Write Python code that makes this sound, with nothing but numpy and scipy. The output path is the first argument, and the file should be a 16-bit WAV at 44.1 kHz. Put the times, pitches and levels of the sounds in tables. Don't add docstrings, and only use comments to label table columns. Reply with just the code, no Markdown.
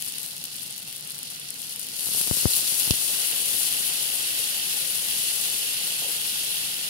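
import sys
import numpy as np
from scipy import signal
from scipy.fft import rfft, irfft
from scipy.io import wavfile

SR = 44100
rng = np.random.default_rng(int(sys.argv[2]) if len(sys.argv) > 2 else 0)


def decibels_to_gain(level_db):
    exponent = np.asarray(level_db, float) / 20
    return 10 ** exponent


def master_out(mix):
    frames = np.transpose(np.atleast_2d(mix))
    ceiling = np.clip(frames, -1, 1)
    pcm = np.round(ceiling * 32767).astype(np.int16)
    wavfile.write(sys.argv[1], SR, pcm)


N = 303829
FAR_LAG_S = 0.00034
POUR_S, FLOOD_S, SETTLE_S = 1.85, 0.57, 1.16


def rms_one(x):
    return x / np.sqrt(np.mean(x ** 2, axis=-1, keepdims=True) + 1e-20)


def in_time(rows):
    s, *columns = np.transpose(rows)
    return [np.interp(np.arange(N) / SR, s, c) for c in columns]


def drift(rate_hz):
    r = np.exp(-80 * np.pi * rate_hz / SR)
    noise = rng.standard_normal(N // 40 + 2002)
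    slow = signal.lfilter([1], [1, -2 * r, r * r], noise)[2000:]
    return np.interp(np.arange(N) / 40, np.arange(len(slow)), rms_one(slow))


def colour(x, points, ripple=()):
    size = 8192
    hz = np.maximum(np.arange(size // 2 + 1) * SR / size, 10)
    point_hz, point_db = np.transpose(points)
    db = np.interp(np.log(hz), np.log(point_hz), point_db)
    for top_hz, width_hz, bump_db in ripple:
        db += bump_db / (1 + (2 * (hz - top_hz) / width_hz) ** 2)
    cepstrum = irfft(np.log(decibels_to_gain(db)))
    cepstrum[1:size // 2] *= 2
    cepstrum[size // 2 + 1:] = 0
    response = irfft(np.exp(rfft(cepstrum)))
    return signal.fftconvolve(x, response)[:N]


def band(x, low_hz, high_hz, order=1):
    sos = signal.butter(order, [low_hz, high_hz], "band", fs=SR, output="sos")
    return signal.sosfilt(sos, np.asarray(x) + 1e-18)


def late(x, s):
    return np.interp(np.arange(N) - s * SR, np.arange(N), x, left=0)


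def clicks(per_s, spread_db):
    size_db = spread_db * np.minimum(rng.exponential(1, N), 4.2)
    sizes = rms_one(decibels_to_gain(size_db) * rng.choice([-1, 1], N))
    return sizes * (rng.random(N) < per_s / SR) * np.sqrt(SR / per_s)


def flooding():
    return np.clip((np.arange(N) / SR - POUR_S) / FLOOD_S, 0, 1)


# frequency in Hz, level in dB per Hz.
FLAME_SPECTRUM = [(21, -73), (35, -30), (70, -28), (85, -22.5), (140, -1), (216, -6), (295, -10.5),
                  (393, -13), (841, -20.5), (900, -17.5), (1170, -70), (1980, -120)]


def flame():
    mid, side = (colour(w, FLAME_SPECTRUM) for w in rng.standard_normal((2, N)))
    hum = decibels_to_gain(-65 + 2.0 * drift(3)) * np.sin(2 * np.pi * 101 * np.arange(N) / SR)
    flutter = decibels_to_gain(-55 + 1.0 * drift(9))
    ports = mid + 0.19 * side * [[1], [-1]]
    return flutter * ports / np.std(mid) + hum


def rumble():
    shake = rms_one(band(rng.standard_normal(N), 76, 220, order=3))
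    return decibels_to_gain(-65 + 2.1 * drift(6)) * flooding() * shake


# frequency in Hz, width in Hz, level in dB.
PAN_MODES = [(215, 50, -4), (330, 50, -5), (470, 50, 0), (560, 50, 1), (710, 80, -1)]


def scrape():
    start_s, attack_s, hold_s, release_s = 6.019, .001, .08, .015
    level_db, touch_db = -43, 30
    slips = clicks(2500, spread_db=1)
    times_s = np.cumsum([start_s, attack_s, hold_s, release_s])
    stroke, = in_time(np.column_stack([times_s, [0, 1, 1, 0]]))
    touch = decibels_to_gain(touch_db) * (np.arange(N) == round((start_s + attack_s) * SR))
    push = [slips, stroke * slips - touch]
    steady, body = sum(decibels_to_gain(db) * band(push, hz - width / 2, hz + width / 2) for hz, width, db in PAN_MODES)
    body = band(body, 190, 730, order=2) / np.std(steady)
    return decibels_to_gain(level_db) * body * decibels_to_gain(np.array([[1], [-1]]))


def gurgle(level_db):
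    out = np.zeros((2, N))
    for hz in np.geomspace(280, 950, 8):
        sources = [clicks(70, spread_db=1.5), rng.standard_normal(N)]
        mid, own = band(sources, hz / 1.124, hz * 1.048)
        ports = np.array([mid + .5 * own, 0.71 * (late(mid, FAR_LAG_S) - .5 * own)])
        out += decibels_to_gain(-4 * abs(np.log2(hz / 500))) * ports
    return decibels_to_gain(level_db) * out / np.std(out[0])


def pings(level_db):
    out = np.zeros((2, N))
    for hz in np.geomspace(1100, 9000, 12):
        ring = band(clicks(14, spread_db=5), hz / 1.02, hz * 1.02)
        out += [ring, late(ring, FAR_LAG_S)]
    return decibels_to_gain(level_db) * out


# time in seconds, peak in dB, push (+1) or pull (-1).
SMALL_DROPS = [(2.070, -25, -1), (2.0885, -22, 1), (2.115, -27, 1), (2.1483, -20, 1), (2.1779, -25, 1),
               (2.2075, -23, 1), (2.213, -20.5, 1), (2.268, -25, -1), (2.2774, -18.5, 1), (2.168, -29, -1),
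               (2.3346, -25, 1), (2.3502, -26, -1), (2.371, -21, -1), (2.383, -26, -1), (2.432, -21, 1),
               (2.5738, -29, -1), (2.592, -23.5, 1), (2.63, -29, -1), (2.7242, -24, 1), (2.82, -31, 1),
               (2.87, -26, -1), (2.9372, -21.5, 1), (3.336, -25, 1), (3.545, -25, -1), (3.5637, -31, -1),
               (3.729, -29, 1), (3.803, -27, 1), (3.811, -31, -1), (5.397, -29, 1), (5.55, -30, 1)]
# time in seconds, peak in dB, push or pull, rise in s, length in s.
LARGE_DROPS = [
    (2.3121, -8.3, -1, .001, .05),
    (2.4562, -3, 1, .0013, .0075),
    (2.463, -19.5, -1, .0006, .00088),
    (2.8766, -20, -1, .00024, .0015),
    (2.9085, -6.8, 1, .0018, .02),
]


def spray(per_s):
    small_rise_s, small_length_s = 0.00014, 0.00068
    snap_share, snap_power, snap_at = .22, 24, .85
    cut = np.tile(signal.butter(2, 74, "high", fs=SR, output="sos"), (2, 1))
    out, t = np.zeros(N + 4000), np.arange(4000) / SR
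    drops = list(LARGE_DROPS) + [(*drop, small_rise_s, small_length_s) for drop in SMALL_DROPS]
    for s, peak_db, sign, rise, length in drops:
        up, snap = np.clip([t / rise, (t / rise / snap_at) ** snap_power], 0, 1)
        push = (1 - snap_share) * up ** 2 + snap_share * snap
        shove = signal.sosfilt(cut, push * np.exp(-t / length))
        at = round((s - rise) * SR)
        out[at:at + 4000] += np.sign(sign) * decibels_to_gain(peak_db) * shove / shove.max()
    mist = clicks(per_s, spread_db=-1) * np.sqrt(per_s)
    return out[:N] + decibels_to_gain(-64) * band(mist, 70, 900)


# time in seconds, peak at the near port in dB, peak at the far port in dB.
CRACKS = [(0.011, -14.7, -28.8), (0.024, -5.7, -20.2), (0.063, -12.7, -27.0), (0.1835, -10, -24.7),
          (0.2315, -11.4, -28.8), (0.2627, -13.5, -29.3), (0.4403, -9.1, -19.1), (0.453, -13.4, -17.2),
          (0.5648, -12.7, -32.8), (0.781, -12.4, -30.2), (0.9276, -15.2, -26.1), (1.1058, -13.1, -27.9),
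          (1.5054, -10, -30), (1.6192, -13.5, -32.5), (1.6949, -13.3, -31.2), (1.7614, -12.7, -31.0),
          (1.7955, -9.1, -30.6), (1.8875, -13.7, -27.2), (1.9951, -10.0, -20.3), (2.007, -10.9, -19.2),
          (2.059, -7.9, -17.9), (2.1484, -7.2, -19.5), (2.2137, -5.1, -19.0), (2.2732, -6.0, -19.2),
          (2.9082, -5, -1.5), (2.9103, -10, -8), (3.2863, -7.2, -17.4), (3.7262, -5.7, -20.9),
          (5.0846, -7.7, -19.3), (5.4396, -6.8, -20.0)]


def cracks():
    click_gain_db = np.array([12.5, 17])
    out, t = np.zeros((2, N + 400)), np.arange(400) / SR
    spits = 75
    when, size = rng.random(spits), rng.standard_normal((spits, 2))
    spit_rows = np.column_stack([.002 + when * 1.95, (-17.5, -32) + 2.0 * size])
    bursts = np.vstack([CRACKS, spit_rows])
    for (s, *peaks_db), rag in zip(bursts, rng.standard_normal((len(bursts), 2, 400))):
        tail = rag * np.exp(-t / np.array([[.0007], [.001]])) * [[.1], [.22]]
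        tail[:, 0] = np.sign(rag[:, 0])
        at = round((s - .00015) * SR)
        out[:, at:at + 400] += decibels_to_gain(peaks_db + click_gain_db)[:, None] * tail
    near = band(out[0, :N], 2900, 19000)
    far = band(late(out[1, :N], FAR_LAG_S), 1100, 19000)
    return [near, far]


# time in seconds, level in dB.
VIGOUR = [(0, -39.5), (.3, -41), (.8, -43), (1.1, -47), (1.4, -44), (1.75, -42), (1.95, -40), (2.06, -30.5),
          (2.3, -28), (2.9, -28), (3.25, -30), (3.55, -28), (4.1, -30.5), (4.5, -32), (5.3, -29.5),
          (5.75, -32), (6.6, -33), (6.89, -35)]
# strength in dB, share of the vigour's swing, gain once flooded in dB,
# gain once settled in dB.
BUBBLES = [
    (-24.5, 0.23, 5, -1),
    (-26.5, 0.23, 3.0, 7.5),
    (-25, 0.31, 6.0, -3.5),
    (-29.0, 1.0, -0.08, -0.16),
]


def bubble_levels():
    flooded = flooding()
    since_s = np.maximum(np.arange(N) / SR - POUR_S, 0)
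    settled = 1 - np.exp(-(since_s / SETTLE_S) ** 2)
    swing_db = in_time(VIGOUR)[0] + 40 + (1.5 - 1.12 * settled) * drift(13)
    return np.array([db + share * swing_db + flood_db * flooded + settle_db * settled
                     for db, share, flood_db, settle_db in BUBBLES])


# frequency in Hz, part from 0 to 1.
DIRECT_PART = [(900, 0.63), (1700, 0.4), (3200, 0.71), (5000, 0.17), (12000, 0.29)]


def sizzle(per_s, hiss, levels_db):
    out, clump = np.zeros((2, N)), drift(46)
    edges = np.geomspace(700, 20000, 9)
    for low, high in zip(edges, edges[1:]):
        hz = np.sqrt(low * high)
        size = np.interp(np.log(hz), np.log([1500, 2800, 4600, 8000]), [0, 1, 2, 3])
        level_db = sum(np.clip(1 - abs(size - k), 0, 1) * db for k, db in enumerate(levels_db))
        swell = decibels_to_gain(level_db + (0.83 * clump + 1.42 * drift(9.9)) * (1.5 - hiss))
        bursts = np.array([clicks(per_s / 4, spread_db=4.0), clicks(per_s / 2.5, spread_db=1.5)])
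        near, scattered = np.sqrt(1 - hiss ** 2) * bursts + hiss * rng.standard_normal((2, N))
        direct = np.clip(np.interp(hz, *np.transpose(DIRECT_PART)), 0, 1)
        delayed = late(near, FAR_LAG_S * rng.uniform(0.81, 1.32))
        far = direct * delayed + np.sqrt(1 - direct ** 2) * scattered
        out += swell * band([near, far], low, high)
    return out


# time in seconds, bursts per second, share of smooth hiss, gurgle in dB,
# spray drops per second.
BOIL = [
    (0, 1760, 0.56, -91, 2),
    (1.9, 1900, 0.8, -55.5, 1.7),
    (2.1, 4250, 0.64, -54, 60),
    (3, 4440, 0.82, -46.5, 83),
    (4, 5200, 0.82, -47.5, 36),
    (5, 4500, 0.82, -49.5, 20),
    (6, 4600, 0.86, -50, 15),
    (6.89, 4100, 0.86, -51, 10),
]
# frequency in Hz, level in dB per Hz.
NEAR_PORT = [(300, -9.5), (500, -7.5), (900, -22.5), (1500, -13.5), (2500, -14), (4000, -12.5), (6500, -9),
             (8500, -3), (9500, 1.9), (10200, 3.5), (11000, 0), (12500, -3), (15800, -8.5)]
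FAR_PORT = [(300, -11), (500, -22), (900, -20.5), (1500, -20), (1950, -13), (2300, -16), (2800, -4.5),
            (3600, -5), (5000, -5), (6000, -7.5), (7500, -12), (10000, -18.5), (15800, -17)]
# frequency in Hz, width in Hz, level in dB.
NEAR_RIPPLE = [(409, 26, -7), (619, 27, -12), (767, 26, -5), (847, 37, 4.5), (906, 46, -11.5),
               (1274, 160, -2), (1520, 80, 1), (1675, 140, -8), (2020, 110, -2.5), (2410, 240, 2.5),
               (2650, 135, -9.5), (15200, 1900, 1)]
FAR_RIPPLE = [(268, 38, 6), (338, 200, -4.5), (485, 37, 3.5), (635, 46, -2.5), (853, 55, 2), (1060, 50, 1),
              (1265, 60, -2), (1600, 89, 2.5), (1610, 80, 0), (2160, 320, -3), (2597, 176, 4),
              (3180, 370, -0.5), (3550, 170, 1.5), (4300, 250, 3)]


def scene():
    per_s, hiss, gurgle_db, drops_per_s = in_time(BOIL)
    levels_db = bubble_levels()
    low = flame() + rumble() + scrape() + gurgle(gurgle_db)
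    pan = pings(levels_db[2] - 10.5) + cracks() + sizzle(per_s, np.clip(hiss, 0, .98), levels_db)
    flat = [(10, 0), (20000, 0)]
    near = colour(pan[0], NEAR_PORT, NEAR_RIPPLE) + colour(low[0], flat, NEAR_RIPPLE)
    far = colour(pan[1], FAR_PORT, FAR_RIPPLE) + colour(low[1], flat, FAR_RIPPLE)
    return np.array([near + spray(drops_per_s), far])


def roll_off(x):
    return signal.sosfilt(signal.butter(12, 16580, fs=SR, output="sos"), x)


def record(dry):
    steep = signal.ellip(16, .3, 100, 15760, fs=SR, output="sos")
    mix = signal.sosfilt(steep, dry)
    return roll_off(mix)


dry = scene()
out = record(dry)
master_out(out)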